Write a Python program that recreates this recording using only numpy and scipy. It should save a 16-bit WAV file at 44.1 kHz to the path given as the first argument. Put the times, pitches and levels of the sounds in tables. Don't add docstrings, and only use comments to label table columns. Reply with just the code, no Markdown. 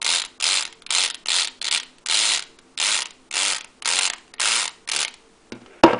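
import sys
import numpy as np
from scipy import signal
from scipy.fft import rfft, irfft, next_fast_len
from scipy.io import wavfile
from scipy.ndimage import uniform_filter1d, minimum_filter1d

SR = 44100
rng = np.random.default_rng(int(sys.argv[2]) if len(sys.argv) > 2 else 0)


def waveform_to_disk(signal):
    frames = np.transpose(np.atleast_2d(signal))
    scaled = np.clip(frames, -1, 1) * 32767
    samples = np.round(scaled).astype(np.int16)
    wavfile.write(sys.argv[1], SR, samples)


def volts_from_db(level):
    exponent = np.asarray(level, float) / 20
    return 10 ** exponent


N = 264159


def cam():
    # first_flick_s, let_go_s, last_flick_s, top_speed [turns/s], share of it at first flick
    pulls = [(0.045, 0.163, 0.2, 90.1, 0.48), (0.424, 0.573, 0.611, 96.7, 0.52),
             (0.905, 1.043, 1.062, 94.1, 0.44), (1.284, 1.405, 1.449, 93.7, 0.4),
             (1.711, 1.739, 1.776, 102.3, 0.68), (2.097, 2.324, 2.377, 109.9, 0.6),
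             (2.799, 2.949, 3.008, 105.4, 0.56), (3.339, 3.512, 3.565, 100.0, 0.56),
             (3.856, 4.065, 4.078, 93.4, 0.44), (4.397, 4.598, 4.658, 114.7, 0.36),
             (4.915, 5.012, 5.032, 78.6, 0.6)]
    # start_s, level_db
    missed = [
        (3.988, 6),
        (3.998, -15),
        (4.948, -2),
        (4.975, -6),
    ]
    # multiple, level_db
    harmonics = [(1, -67), (2, -52), (3, -54), (4, -53), (5, -54), (6, -48), (7, -47), (8, -47), (9, -49),
                 (10, -46), (11, -48), (12, -46)]
    run_up_s, coast_s = 0.025, 0.09
    press_db, first_extra_db = -9.5, 0.5
    sag_db_per_s, coast_loss_db = 5.5, 4
    first_body_db = 2.5
    swing_back_s, swing_back_turns = 0.0022, 0.21
    rows, whine = [], np.zeros(N)
    for start, let_go, end, top, share in pulls:
        at = np.arange(int(start * SR), int(end * SR))
        t = at / SR
        lag = np.exp((start - t) / run_up_s)
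        coasted = np.maximum(t - let_go, 0) / coast_s
        speed = top * (1 - (1 - share) * lag) * np.exp(-coasted)
        turns = np.cumsum(speed) / SR
        hits = np.interp(np.arange(int(turns[-1]) + 1), turns, t) + 0.0003
        luck = rng.standard_normal((40, 6))[:len(hits)]

        strength_db = press_db + first_extra_db * lag - sag_db_per_s * (t - start) - coast_loss_db * coasted
        level_db = np.interp(hits, t, strength_db)
        for miss, change_db in missed:
            level_db = level_db + change_db * (np.abs(hits - miss) < 0.004)
        period = 1 / np.interp(hits, t, speed)
        body_db = by_depth(-3, -0.8, start) + first_body_db * np.interp(hits, t, lag)
        rows += zip(hits + 0.00005 * luck[:, 0], level_db + 1.3 * luck[:, 1], body_db, 1 + 0 * hits)

        firm_s = hits + swing_back_s + period * (swing_back_turns + 0.05 * luck[:, 2])
        firm_db = level_db + by_depth(-4.5, -6.5, start) + 1.8 * luck[:, 3]
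        rows += zip(firm_s, firm_db, body_db, 0 * hits)
        light_s = hits + period * (0.24 + 0.07 * luck[:, 4])
        rows += zip(light_s, level_db - 12 + 3 * luck[:, 5], body_db, 0 * hits)

        grip = volts_from_db(by_depth(-5, 0.5, start))
        swell = np.hanning(len(at)) ** 0.59 * (speed / 100) ** 0.49 * grip
        whine[at] += swell * sum(volts_from_db(db) * np.sin(2 * np.pi * k * turns + k * k) for k, db in harmonics)
    return np.array(rows), whine


def flicks():
    # start_s, level_db, rebound_ms
    lurches = [(.0167, -13, 9.5), (.401, -15, 8.1), (.891, -26, 5.9), (1.2583, -16, 11.5),
               (1.6148, -15.5, 10.2), (1.6435, -10.5, 8.8), (1.6645, -15, 4.4), (1.679, -12, 4.7),
               (2.0605, -14, 8.9), (2.7759, -15, 10.5), (3.3111, -15.5, 14.7), (4.8886, -10.5, 7.7)]
    # start_s, level_db, rebound_ms
    coasting = [(.2176, -14, 3.9), (.2492, -16.5, 9.8), (.624, -12.5, 7.3), (.6515, -15, 13),
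                (1.0766, -17, 7.4), (1.1002, -12, 7.9), (1.1443, -18.5, 6.9), (1.4726, -15.5, 8.8),
                (2.3928, -13, 10), (2.4233, -19, 13), (3.0196, -10.5, 6.7), (3.0564, -17.5, 12),
                (4.6775, -13, 14.5)]
    # start_s, level_db
    ticks = [(0.2377, -23), (0.6752, -25.5), (0.7263, -27), (0.8204, -33.5), (0.864, -23), (1.7844, -25),
             (1.799, -16), (1.8314, -26.5), (1.9832, -38.5), (2.086, -13.5), (2.588, -31.5), (3.1062, -28),
             (3.582, -17.5), (3.6086, -22), (3.6446, -26.5), (3.8224, -16), (3.8476, -18.5), (4.0994, -8),
             (4.134, -15.5), (4.182, -34.5), (4.2785, -41.5), (4.338, -25.5), (4.382, -29.5), (4.391, -27),
             (4.875, -22.5), (5.0479, -13.5), (5.0798, -21), (5.1398, -27)]
    rows = [(s, db, 5, 0.45) for s, db in ticks]
    for events, loss_db, body_db in ((lurches, 0.04, 0.5), (coasting, 0.92, 0)):
        for s, db, ms in events:
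            rows.append((s, db, body_db, 0.45))
            rows.append((s + ms / 1000, db - loss_db * ms, body_db, 0.2))
    return np.array(rows)


def rattle(contacts):
    # pitch_hz, width_hz, level_db
    needle = [(3044, 710, -5.5), (4110, 490, 3), (5090, 2590, -6.5), (7265, 480, -1), (9550, 3640, -7.5),
              (9930, 240, -13.5)]
    # pitch_hz, width_hz, level_db
    lock = [(111, 90, -37), (312, 70, -19.5), (682, 143, -5.5), (905, 93, 0), (1406, 700, -7),
            (1862, 157, -0.5), (2570, 730, -6.5)]
    s, level_db, body_db, thrust = contacts.T
    tip_db = by_depth(1.5, -2.5, s)
    groups = (
        (volts_from_db(level_db + tip_db), needle[:2]),
        (volts_from_db(level_db), needle[2:]),
        (volts_from_db(level_db + body_db), lock),
    )
    out, clatter = 0, grains(1.8)
    for size, peaks in groups:
        for peak in peaks:
            share = size * volts_from_db(rng.normal(0, 1.6, len(s)))
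            blow = uniform_filter1d(impulses(s + 0.00048, share), size=60)
            lead_in = decay(blow[::-1], 0.0016)[::-1]
            spray = decay(blow, 0.0015) + 0.055 * decay(blow, 0.006) + 0.24 * lead_in
            loose = min(peak[0] / 1800, 1)
            click = impulses(s + 0.001, size * (1.3 * loose + (10 - 6.8 * loose) * thrust))
            out = resonances(1.9 * loose * spray * clatter + click, [peak]) - out
    return out


def table():
    # start_s, ring_db, thud_db, crack_db
    knocks = [(5.521, -50, -30, -24.5), (5.553, -55, -37.5, -47), (5.616, -55, -44, -45),
              (5.661, -59, -53, -39), (5.833, -34, -35, -22), (5.836, -4, -17.5, -8.5),
              (5.8401, -14, -30, -47), (5.846, -19, -26, -29.5), (5.86, -29, -32, -25),
              (5.878, -21, -26.5, -40), (5.906, -22.5, -45, -44), (5.932, -19.5, -23.5, -26),
              (5.945, -23.5, -38, -52)]
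    # pitch_hz, level_db, t60_s
    ring_modes = [(420, -8, 0.052), (513, -1, 0.073), (577, -2.5, .05), (643, -0.5, 0.056),
                  (751, -5.5, 0.051), (853, -3.5, .06), (950, -1.5, 0.051), (1040, -5.5, .05),
                  (1160, -3, 0.037), (1326, -5, .04), (1600, -3, 0.018), (1890, -14, 0.045),
                  (2790, -3, .018)]
    # pitch_hz, level_db, t60_s
    thud_modes = [(120, -9, .2), (190, -4, .12), (240, 0, .14), (292, -6, .1), (339, -6, .12)]
    # pitch_hz, level_db, t60_s
    barrel_modes = [(336, -6.5, 0.14), (639, -14, .1)]
    # start_s, level_db
    drag = [
        (5.5, -61),
        (5.53, -50),
        (5.6, -59),
        (5.75, -49),
        (5.83, -53.5),
        (5.88, -32),
        (5.93, -29),
        (5.958, -59),
        (5.99, -35),
    ]
    # pitch_hz, level_db
    slide_colour = [(100, -19.5), (250, -18), (340, 2), (650, 5.5), (950, -7), (1500, -2.5), (2500, -5),
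                    (3800, -19.5), (4500, -27), (10000, -37)]
    s, ring_db, thud_db, crack_db = np.transpose(knocks)
    crack_colour = coloured([(300, 9.0), (2800, 3.5), (5500, -0.5), (10000, -26.0)])
    crack = decay(impulses(s, volts_from_db(crack_db)), 0.0038) * crack_colour
    rings = struck(s, ring_db, ring_modes) + struck(s, thud_db, thud_modes)

    when, slide_db = np.transpose(drag)
    grit = volts_from_db(2.1 * rms_one(uniform_filter1d(rng.standard_normal(N), size=300)))
    skid_starts = uniform_filter1d(impulses(s + 0.0047, volts_from_db(ring_db - 20)), size=200) * 100
    skids = decay(skid_starts, 0.017) / 100
    slide = volts_from_db(np.interp(np.arange(N) / SR, when, slide_db, left=-90))
    rubbing = (slide + skids) * grit * coloured(slide_colour)
    return crack + rings + rubbing + struck([5.838], 0, barrel_modes)


def judder():
    # start_s, end_s, pitch_hz, level_db
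    hum_span = (5.65, 5.735, 405, -52.5)
    start, end, hz, level_db = hum_span
    t = np.arange(N) / SR
    gate = np.clip(np.minimum(t - start, end - t) / 0.012, 0, 1)
    return volts_from_db(level_db) * gate * wavering_tone(hz, 15)


def room(x):
    # pitch_hz, t60_s, level_db
    bands = [(300, 0.63, -46), (870, 0.16, -8), (2230, 0.39, -9.5), (5000, 0.099, -66.5),
             (9000, 0.078, -10.5)]
    t, tail = np.arange(SR // 2) / SR, 0
    for hz, t60, level_db in bands:
        edges = [hz * 0.11, min(hz * 1.36, 0.45 * SR)]
        band = signal.butter(1, edges, "band", fs=SR, output="sos")
        noise = signal.sosfilt(band, rng.standard_normal(len(t)))
        dying = noise * volts_from_db(-60 * t / t60) * np.minimum(t / 0.00075, 1)
        tail = tail + volts_from_db(level_db) * dying / np.sqrt(t60 * SR / 14)
    return signal.fftconvolve(x, tail)[:N]


def background():
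    # pitch_hz, level_db
    air = [(15, 0), (30, -10), (60, -13.5), (120, -18), (200, -10), (350, -10), (520, -15.5), (1200, -16.5),
           (1700, -21), (2600, -23), (5000, -25.5), (10500, -28.5)]
    # pitch_hz, level_db
    fan = [(258.4, -64.5), (338, -68), (400, -70), (452.2, -65)]
    out = volts_from_db(-54) * coloured(air)
    for hz, level_db in fan:
        out += volts_from_db(level_db) * wavering_tone(hz, 8)
    return out


def by_depth(shallow, deep, seconds):
    # start_s, depth [0 shallow - 1 deep]
    depth = [
        (0.1, 0.24),
        (1.8, 0),
        (2.05, 0.35),
        (3.5, 0.98),
        (4.0, 0.98),
        (4.5, 1.07),
        (5.0, 0.77),
    ]
    return shallow + (deep - shallow) * np.interp(seconds, *np.transpose(depth))


def struck(seconds, level_db, modes):
    out = 0
    for hz, mode_db, t60 in modes:
        r, w = volts_from_db(-60 / (t60 * SR)), 2 * np.pi * hz / SR
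        signs = rng.choice([-1, 1], len(seconds))
        blow_db = level_db + mode_db + rng.normal(0, 2, len(seconds))
        clicks = impulses(seconds, signs * volts_from_db(blow_db))
        out = out + signal.lfilter([0, np.sin(w)], [1, -2 * r * np.cos(w), r * r], clicks + 1e-18)
    return signal.sosfilt(signal.butter(2, [100, 3000], "band", fs=SR, output="sos"), out)


def resonances(x, peaks):
    out = 0
    for k, (hz, width, level_db) in enumerate(peaks):
        r = np.exp(-np.pi * width / SR)
        a = [1, -2 * r * np.cos(2 * np.pi * hz / SR), r * r]
        b = [(1 - r * r) / 2, 0, (r * r - 1) / 2]
        out = out + (-1) ** k * volts_from_db(level_db) * signal.lfilter(b, a, x + 1e-18)
    return out


def wavering_tone(hz, width_hz):
    once = resonances(rng.standard_normal(N), [(hz, width_hz, 0)])
    return rms_one(resonances(once, [(hz, width_hz, 0)]))


def coloured(points):
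    hz, level_db = np.transpose(points)
    size = next_fast_len(N)
    bins = np.maximum(np.arange(size // 2 + 1) * SR / size, 1)
    gain = volts_from_db(np.interp(np.log(bins), np.log(hz), level_db))
    return rms_one(irfft(rfft(rng.standard_normal(size)) * gain, size)[:N])


def grains(spread_db):
    uneven_db = spread_db * np.minimum(rng.exponential(1, N), 3)
    return rms_one(rng.standard_normal(N) * volts_from_db(uneven_db))


def impulses(seconds, sizes):
    out = np.zeros(N)
    np.add.at(out, np.clip((np.asarray(seconds) * SR).astype(int), 0, N - 1), sizes)
    return out


def decay(x, seconds):
    return signal.lfilter([1], [1, -np.exp(-1 / (seconds * SR))], x + 1e-18)


def rms_one(x):
    return x / np.sqrt(np.mean(x ** 2) + 1e-20)


def scene():
    contacts, whine = cam()
    near = rattle(np.vstack([contacts, flicks()])) + whine + table() + judder()
    return (near + room(near) + background())[None]


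def masked_detail(x, depth_db=20, slope_db=6.5):
    hz, _, z = signal.stft(x, SR, nperseg=256, noverlap=192)
    power = uniform_filter1d(uniform_filter1d(np.abs(z) ** 2, size=7, axis=0), size=3, axis=1)
    loudest = -minimum_filter1d(-power, size=27, axis=1, origin=1)
    limit_db = slope_db * np.log2(hz[:, None] / 4000 + 0.15) - depth_db
    limit = loudest * volts_from_db(2 * limit_db)
    kept = uniform_filter1d((power > limit) * 1.0, size=2, axis=1)
    return signal.istft(z * np.maximum(kept, 0.03), SR, nperseg=256, noverlap=192)[1][:N]


def band_limit(x):
    return signal.sosfilt(signal.butter(12, 10950, fs=SR, output="sos"), x)


def record(dry):
    x = masked_detail(np.clip(dry[0], -1.25, 1.25))
    x = signal.sosfilt(signal.ellip(10, 0.5, 55, 10050, fs=SR, output="sos"), x)
    return band_limit(np.clip(x, -1, 1)[None])


dry = scene()
out = record(dry)
waveform_to_disk(out)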